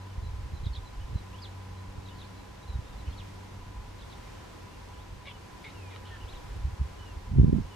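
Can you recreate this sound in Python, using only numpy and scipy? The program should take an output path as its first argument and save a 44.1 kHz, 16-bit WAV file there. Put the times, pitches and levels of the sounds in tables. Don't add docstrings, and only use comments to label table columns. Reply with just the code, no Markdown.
import sys
import numpy as np
from scipy import signal
from scipy.fft import rfft, irfft, next_fast_len
from scipy.io import wavfile
from scipy.ndimage import uniform_filter1d

SR = 44100
rng = np.random.default_rng(int(sys.argv[2]) if len(sys.argv) > 2 else 0)


def transcribe(signal):
    frames = np.atleast_2d(signal).T
    limited = np.clip(frames, -1, 1)
    pcm = np.round(limited * 32767).astype(np.int16)
    wavfile.write(sys.argv[1], SR, pcm)


N = 341951
TIME_S = np.arange(N) / SR

# t/s, level/dB
GUST = [(0, -58), (.22, -42.5), (.6, -36.5), (.78, -53.5), (1.1, -34), (1.26, -53.5), (1.7, -55),
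        (1.88, -48.5), (2.55, -54), (2.9, -41), (3.1, -48.5), (3.45, -56), (3.81, -43), (4.41, -59.5),
        (5.13, -48), (5.92, -59.5), (6.42, -45), (6.64, -35.5), (6.76, -53.5), (7.12, -44.5), (7.75, -59)]
# t/s, level/dB, width at half height/ms
BUFFETS = [(0.185, -27, 12), (0.237, -31, 15), (.268, -30.5, 19), (.349, -35, 23), (.402, -34, 15),
           (.439, -33.5, 19), (.539, -26.5, 13), (.638, -28, 7), (0.669, -22.5, 13), (.707, -30, 36),
           (.783, -30, 15), (1.057, -41, 26), (1.13, -31, 6.5), (1.157, -21.5, 11.5), (1.984, -30.5, 10),
           (2.698, -32, 20), (2.758, -26, 27), (2.793, -27.5, 9.5), (3.086, -27.5, 25), (6.239, -37, 21),
           (6.565, -30, 14), (6.655, -23.5, 24), (6.683, -30.5, 16), (6.736, -32, 14), (6.813, -21, 23),
           (6.849, -31.5, 27), (7.172, -31, 19), (7.318, -25.5, 26), (7.34, -25, 11), (7.363, -21, 6.9),
           (7.385, -14, 3), (7.399, -8, 18.7), (7.414, -13, 11), (7.433, -14.5, 4.9), (7.444, -11.5, 6.4),
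           (7.468, -24, 9), (7.483, -16.5, 6.2), (7.496, -17, 4.4), (7.53, -12, 3.1), (7.542, -22.5, 14),
           (7.586, -18, 2.8), (7.603, -28, 8.2), (7.62, -33, 9.1), (7.649, -36, 16)]
# f/Hz, level/dB
FLUTTER = [(10, -7), (30, 1.0), (55, 4.5), (85, -11.5), (130, -12.5), (250, -59.0)]
ROUGH = [(60, -25), (130, 19.5), (250, 0), (430, -17), (560, -62)]
# t/s, length/ms, level/dB, low resonance f/Hz, its width/Hz,
# high resonance start f/Hz, end f/Hz, its level/dB, breath level/dB, attack/ms, change to the end/dB
RASPS = [(5.246, 54, -45.5, 2230, 240, 3800, 3140, -7, -4, 22, -5),
         (5.641, 78, -49, 2170, 300, 3550, 3920, -7, -3, 1.2, -9),
         (5.899, 78, -57.5, 2200, 300, 3700, 3520, -1, -5, 4.6, -7),
         (6.045, 140, -55.5, 1390, 400, 3060, 3110, -1, -2, 8, -3)]
# t/s, length/ms, pitch start, middle, end f/Hz, level/dB (2 dB is added),
# upper partials level/dB, attack/ms, lower partials change to the end/dB, partials under 2 kHz level/dB
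MEWS = [(5.266, 56, 546, 555, 475, -51, -1, 8, -15, 2), (5.642, 47, 432, 446, 408, -45.5, -24, 1, -7, -11),
        (5.91, 45, 547, 485, 446, -55.5, -8, 6, -1, -1)]
# f/Hz, level/dB
MOUTH = [(400, -9), (1100, -4), (1600, -14), (1900, -3), (2250, 0), (2800, -3), (3400, -2), (3900, -22)]
# t/s, level/dB
SMACKS = [(5.257, -40), (5.702, -41), (5.9504, -39), (5.9613, -32)]
# f/Hz, decay time constant/ms, relative level/dB
LIPS = [(1300, 3.7, -8.5), (2250, 1.2, -3), (3000, 0.93, -2), (3700, 1.1, -5.5)]
# end t/s, length/ms, level/dB
PEEPS = [(.035, 35, -63), (.278, 60, -57), (0.581, 48, -58.5), (.881, 36, -55.5), (1.19, 48, -54.5),
         (1.486, 31, -59), (1.795, 42, -63), (2.407, 50, -61), (2.704, 27, -52), (3.006, 30, -60)]
# t/s, length/ms, start, middle, end f/Hz, level/dB, left minus right/dB
NOTES = [(.09, 35, 3150, 3060, 2950, -66, 0), (.99, 55, 2650, 3010, 2850, -64, -1),
         (2.09, 42, 2600, 3000, 2640, -62, -2), (2.145, 40, 4350, 4600, 4850, -70, 0),
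         (2.162, 12, 3050, 3200, 3350, -64, 0), (2.224, 12, 2450, 2900, 3500, -60, 0),
         (2.226, 30, 4450, 4250, 3900, -67, 0), (2.243, 14, 4700, 4200, 3700, -60, 0),
         (2.625, 25, 3850, 3920, 3950, -64, 0), (2.705, 62, 3990, 3890, 3740, -65, 2),
         (2.85, 130, 3720, 3700, 3520, -69, 0), (3.052, 32, 2800, 2990, 2950, -61, 0),
         (3.07, 22, 2436, 2690, 2900, -56.5, 0), (3.098, 20, 4200, 4270, 4200, -65, 0),
         (4.695, 100, 2900, 2790, 2580, -67, -1), (4.93, 21, 3450, 3100, 2800, -63, 0),
         (4.972, 58, 2730, 3520, 3980, -65, -2), (5.74, 170, 2940, 2550, 2380, -61, -1.5),
         (5.342, 30, 2900, 2970, 2720, -63, 0), (6.103, 68, 1840, 1800, 1740, -55, 1),
         (6.205, 41, 2680, 2960, 2440, -55, 0), (6.274, 45, 2860, 3800, 4300, -57.5, 0),
         (6.322, 20, 4300, 3400, 2450, -58, 0), (6.344, 14, 2750, 3600, 3980, -59, 0),
         (6.357, 22, 3980, 3670, 3100, -59.5, 0), (6.362, 22, 4300, 3750, 3250, -67, 0),
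         (6.983, 156, 2980, 2906, 2610, -61, -1), (7.7, 60, 3050, 2940, 2750, -63.5, -1)]
# t after phrase start/s, length/ms,
# start, middle, end f/Hz, relative level/dB, left minus right/dB
PHRASE = [(.005, 36, 2420, 2880, 3230, -7, -2), (.056, 16, 3050, 3340, 3550, -5, 0),
          (.097, 46, 5100, 4050, 2900, 1.5, -1), (.103, 46, 5040, 4000, 2860, -7, -1)]
# t/s, level/dB, sweep and echo raised by f/Hz, delayed by/ms
PHRASES = [(1.323, -52.5, 4, -1.5), (3.066, -55.5, -600, 12)]
# t/ms, f/Hz, relative level/dB
CHIRRUP = [(0, 4250, -10), (4, 4080, -0.5), (11.8, 3830, -0.5), (15.8, 3500, -7), (21.6, 3100, 2),
           (24.1, 4400, 9.5), (27, 5900, -16), (28.46, 4420, -30), (29.7, 4050, 3), (35.3, 3650, 6.5),
           (40.2, 3300, -5), (43, 3600, -9), (46.8, 3100, -15)]
# t/s, level/dB, first note raised by f/Hz, extra level of the whip/dB
CHIRRUPS = [(.635, -51.5, 2, -5), (.73, -49, 341, -3), (2.054, -54, -4, -11), (2.183, -54.5, 100, -10),
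            (3.988, -57, -6, -8), (4.094, -57, 328, -3)]
# t/s, first partial level/dB, second partial level/dB
HUM = [(0, -43, -58.5), (.4, -48.5, -62), (.8, -53, -65), (1.08, -57, -66), (1.2, -46.5, -56.5),
       (1.55, -46.5, -59.5), (1.85, -46, -55), (2.15, -47.5, -57.5), (2.45, -57.5, -62.5), (2.9, -62, -63),
       (3.1, -45, -56.5), (3.65, -49.5, -60), (4.0, -53.5, -67), (4.35, -55, -68), (4.65, -62, -61.5),
       (5.0, -54, -65.5), (5.6, -57, -62), (5.85, -47, -71), (6.2, -46.5, -69), (6.45, -56, -73),
       (6.75, -53, -65), (7.75, -49.5, -65)]
# f/Hz, width of each filter pass/Hz, level/dB
DRONE = [(997.4, 72, -59), (818.5, 120, -64.5)]
# f/Hz, density/dB
AIR_MID = [(18, -28), (30, -12), (97, -5), (111, -8.5), (126, -11), (182, -15.5), (243, -17), (284, -18.5),
           (531, -19.5), (590, -23.5), (969, -22.5), (1100, -23.5), (6200, -36.5), (15500, -51.5)]
# f/Hz, density/dB
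AIR_SIDE = [(18, -37), (30, -34), (114, -28), (152, -5), (332, -1), (491, -3), (575, -8), (829, -8.5),
            (920, -10.5), (1720, -12.5), (5880, -23.5), (15500, -40)]

SQUALL_S, SQUALL_RISE_S, SQUALL_HOLD_S, SQUALL_FALL_S, SQUALL_DB = 7.25, .098, .22, .16, -30
SQUALL_PAN_DB, RATTLE_DB = -1.5, -29
ROUGH_DB, SQUALL_ROUGH_DB = -23, -5.5
OUT_OF_STEP_S, OUT_OF_STEP_RISE_S, OUT_OF_STEP_HOLD_S, OUT_OF_STEP_FALL_S = 7.29, .1, .11, .03
OUT_OF_STEP_DB = -26
SWING_HZ, SWING_SLOPE = 77.3, .18
SQUALL_QUICKENS, SQUALL_SLOPE = .19, .28
PORT_TURN_HZ = 197
PORT_RING_HZ, PORT_RING_WIDTH_HZ, PORT_RING_DB = 118, 120, 2.2
BREATH_HZ = (1800, 4050)
PEEP_HZ, PEEP_PAN_DB = (4015, 4050, 3915), 1
PEEP_SWELL_DB = 8
HUM_HZ, HUM_THIRD_DB = 94.8, -8
AIR_MID_DB, AIR_SIDE_DB = -49, -53.5
TOP_HZ = 15450


def undb(db):
    return 10 ** (np.asarray(db) / 20)


def level(x, db):
    return x * undb(db) / np.sqrt(np.mean(x ** 2))


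def band(x, hz, width_hz):
    return signal.lfilter(*signal.iirpeak(hz, hz / width_hz, SR), x)


def band_twice(x, hz, width_hz):
    return band(band(x, hz, width_hz), hz, width_hz)


def noise_band(hz, width_hz):
    return level(band_twice(rng.standard_normal(N), hz, width_hz), 0)


def low_pass(x, order, hz):
    return signal.sosfilt(signal.butter(order, hz, fs=SR, output="sos"), x)


def coloured(spectrum):
    size = next_fast_len(N)
    hz, db = np.transpose(spectrum)
    bins_hz = np.arange(size // 2 + 1) * SR / size
    gain = undb(np.interp(np.log(bins_hz + 1), np.log(hz), db))
    return irfft(rfft(rng.standard_normal(size)) * gain, size)[:N]


def walk(rate_hz):
    k = int(SR / rate_hz)
    held = np.repeat(rng.standard_normal(N // k + 1), k)
    return 1.274 * uniform_filter1d(uniform_filter1d(held, k), k)[:N]


def swell(start_s, rise_s, hold_s, fall_s):
    return np.interp(TIME_S, start_s + np.cumsum([0, rise_s, hold_s, fall_s]), [0, 1, 1, 0])


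def curves(table):
    t_s, *columns = np.transpose(table)
    return [np.interp(TIME_S, t_s, c) for c in columns]


def progress(ms):
    return np.linspace(0, 1, int(ms * SR / 1000))


def bend(u, start_hz, middle_hz, end_hz):
    return np.polyval(np.polyfit([0, .5, 1], [start_hz, middle_hz, end_hz], 2), u)


def phase(hz):
    return 2 * np.pi * np.cumsum(hz) / SR


def add(out, t_s, sound):
    i = max(int(t_s * SR), 0)
    out[..., i:i + sound.shape[-1]] += sound[..., :N - i]


def gusts(squall):
    breeze_db = curves(GUST)[0]
    gust_db = breeze_db + squall * (SQUALL_DB - breeze_db)
    rough_db = ROUGH_DB + squall * (SQUALL_ROUGH_DB - ROUGH_DB)
    flutter, rough = level(coloured(FLUTTER), 0), level(coloured(ROUGH), 0)
    return undb(gust_db + 3.0 * walk(25)) * (flutter + undb(rough_db + 4.3 * walk(40)) * rough)


def add_eddies(near, squall):
    t = np.arange(-2000, 2000) / SR
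    order = np.arange(1, 7)[:, None]
    for (t_s, db, ms), turn in zip(BUFFETS, rng.standard_normal(len(BUFFETS))):
        wild = squall[int(t_s * SR)]
        slope = SWING_SLOPE + SQUALL_SLOPE * wild
        hz = SWING_HZ * (1 + SQUALL_QUICKENS * wild) * (10 / ms) ** slope
        bump = np.exp(-np.log(2) * (2000 * t / ms) ** 2)
        steep = np.clip((db + 38) / 36, 0, .75)
        cycles = hz * t + .29 * (1 - steep) * turn
        swing = steep ** (order - 1) / order * np.sin(order * 2 * np.pi * cycles)
        add(near, t_s + t[0] - .002, undb(db) * bump * swing.sum(axis=0))


def ports(near, squall):
    near = low_pass(near, 8, 470)
    g = np.tan(np.pi * PORT_TURN_HZ / SR)
    late = signal.lfilter([g - 1, g + 1], [g + 1, g - 1], near)
    deep = low_pass(near - late, 1, 60)
    ring = (undb(PORT_RING_DB) - 1) * band(late, PORT_RING_HZ, PORT_RING_WIDTH_HZ)
    apart = swell(OUT_OF_STEP_S, OUT_OF_STEP_RISE_S, OUT_OF_STEP_HOLD_S, OUT_OF_STEP_FALL_S)
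    opposed = undb(OUT_OF_STEP_DB - 61 * (1 - apart)) * noise_band(113, 80)
    rattle = undb(RATTLE_DB - 40 * (1 - squall) + 5.2 * walk(40)) * noise_band(201, 76)
    pan_db = SQUALL_PAN_DB / 2 * squall
    left = undb(1.0 + pan_db) * (near - deep) + undb(1.5) * deep + opposed
    right = undb(-pan_db) * (late + ring) + deep - opposed + rattle
    return np.array([left, right])


def wind():
    squall = swell(SQUALL_S, SQUALL_RISE_S, SQUALL_HOLD_S, SQUALL_FALL_S)
    near = gusts(squall)
    add_eddies(near, squall)
    return ports(near, squall)


def rasps():
    out = np.zeros(N)
    puffs = undb(2.5 * walk(250)) * rng.standard_normal(N)
    breath_band = signal.butter(3, BREATH_HZ, "band", fs=SR, output="sos")
    breath = signal.sosfilt(breath_band, puffs[::-1])
    slow = low_pass(np.roll(puffs, 5000), 2, 220)
    for (t_s, ms, db, low_hz, width_hz, high_hz, end_hz,
         high_db, breath_db, attack_ms, fade_db) in RASPS:
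        u = progress(ms)
        i = int(t_s * SR)
        lead_in = 999
        lower = band_twice(puffs[i - lead_in:][:len(u) + lead_in], low_hz, width_hz)[lead_in:]
        upper = slow[i:][:len(u)] * np.sin(phase(high_hz + (end_hz - high_hz) * u))
        call = level(lower, 0) + level(upper, high_db) + level(breath[i:][:len(u)], breath_db)
        edges = np.minimum(1, np.minimum(u * ms / attack_ms, (1 - u) / .22))
        add(out, t_s, level(call, db) * undb(fade_db * u) * edges)
    return out


def mews():
    out = np.zeros(N)
    order = np.arange(1, 10)[:, None]
    for t_s, ms, start_hz, middle_hz, end_hz, db, upper_db, attack_ms, fade_db, under_db in MEWS:
        u = progress(ms)
        hz = bend(u, start_hz, middle_hz, end_hz) * (1 + .014 * walk(300)[:len(u)])
        partial_hz = order * hz
        up = np.clip((partial_hz - 2350) / 400, 0, 1)
        under = np.clip((2000 - partial_hz) / 150, 0, 1)
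        mouth_db = np.interp(partial_hz, *np.transpose(MOUTH))
        mouth_db = mouth_db + upper_db * up + fade_db * u * (1 - up) + under_db * under
        voice = (undb(mouth_db) * np.sin(order * phase(hz))).sum(axis=0)
        edges = np.minimum(1, np.minimum(u * ms / attack_ms, (1 - u) / .2))
        add(out, t_s, undb(db + 2.0 + 2.6 * walk(320)[:len(u)]) * voice * edges)
    return out


def smacks():
    out = np.zeros(N)
    t = np.arange(400) / SR
    onset = np.minimum(1, t / .0003)
    click = sum(undb(db) * np.exp(-t * 1000 / ms) * onset * np.sin(2 * np.pi * hz * t)
                for hz, ms, db in LIPS)
    for t_s, db in SMACKS:
        add(out, t_s, undb(db) * click)
    return out


def cat():
    return rasps() + mews() + smacks()


def whistles():
    out = np.zeros((2, N))
    notes = [(*note, 0) for note in NOTES]
    for t_s, db, raised_hz, wait_ms in PHRASES:
        for k, (after_s, ms, *hz, note_db, pan_db) in enumerate(PHRASE):
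            sweep = k >= 2
            note_s = t_s + after_s + wait_ms / 1000 * sweep
            notes.append((note_s, ms, *(np.array(hz) + raised_hz * sweep), db + note_db, pan_db, 0))
    for end_s, ms, db in PEEPS:
        notes.append((end_s - ms / 1000, ms, *PEEP_HZ, db, PEEP_PAN_DB, PEEP_SWELL_DB))
    for t_s, ms, start_hz, middle_hz, end_hz, db, pan_db, swell_db in notes:
        u = progress(ms)
        tone = np.sqrt(2) * np.sin(phase(bend(u, start_hz, middle_hz, end_hz)))
        shape = np.sin(np.pi * u ** .93) ** .33
        gain = undb(db - swell_db * np.clip(1 - u / .64, 0, 1))
        add(out, t_s, shape * gain * tone * undb([[pan_db / 2], [-pan_db / 2]]))
    return out


def chirrups():
    out = np.zeros((2, N))
    ms, hz, shape_db = np.transpose(CHIRRUP)
    t_ms = np.arange(int(ms[-1] * SR / 1000)) * 1000 / SR
    whip = np.exp(-((t_ms - 25) / 4.8) ** 2)
    pan_db = np.array([[-.4], [.4]])
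    for t_s, db, raised_hz, whip_db in CHIRRUPS:
        pitch_hz = np.interp(t_ms, ms, hz) + raised_hz * np.clip((16 - t_ms) / 4, 0, 1)
        gain_db = db + np.interp(t_ms, ms, shape_db) + whip_db * whip + pan_db
        add(out, t_s, undb(gain_db) * np.sin(phase(pitch_hz)))
    return out


def whistles_and_chirrups():
    return (whistles() + chirrups()) * undb(1.0 * walk(60) + 1.6 * walk(350))


def leaves(x):
    t = np.arange(int(.12 * SR)) / SR
    blur = rng.standard_normal((2, len(t))) * np.exp(-t / .018) * (t > .002)
    return x + undb(-29) * signal.fftconvolve(x, blur, axes=1)[:, :N]


def machine():
    turn = phase(HUM_HZ + .5 * walk(5.93))
    first_db, second_db = curves(HUM)
    out = np.zeros(N)
    for k, db in enumerate([first_db, second_db, second_db + HUM_THIRD_DB], 1):
        out += np.sqrt(2) * undb(db + 1.3 * walk(4.92)) * np.sin(k * turn)
    for hz, width_hz, db in DRONE:
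        out += undb(db) * noise_band(hz, width_hz)
    return out


def air():
    mid = level(coloured(AIR_MID), AIR_MID_DB)
    side = level(coloured(AIR_SIDE), AIR_SIDE_DB)
    return undb(.86 * walk(3.356)) * np.array([mid + side, mid - side])


def scene():
    return wind() + leaves(cat() + whistles_and_chirrups()) + machine() + air()


def record(dry):
    x = signal.sosfilt(signal.butter(1, 20, "high", fs=SR, output="sos"), dry)
    loud = uniform_filter1d(np.abs(x).max(axis=0), int(.25 * SR))
    x = x * np.minimum(1, (.038 / (loud + 1e-9)) ** .12)
    x = .9 * np.tanh(x / .9)
    return signal.sosfilt(signal.ellip(10, .2, 80, TOP_HZ, fs=SR, output="sos"), x)


dry = scene()
out = record(dry)
transcribe(out)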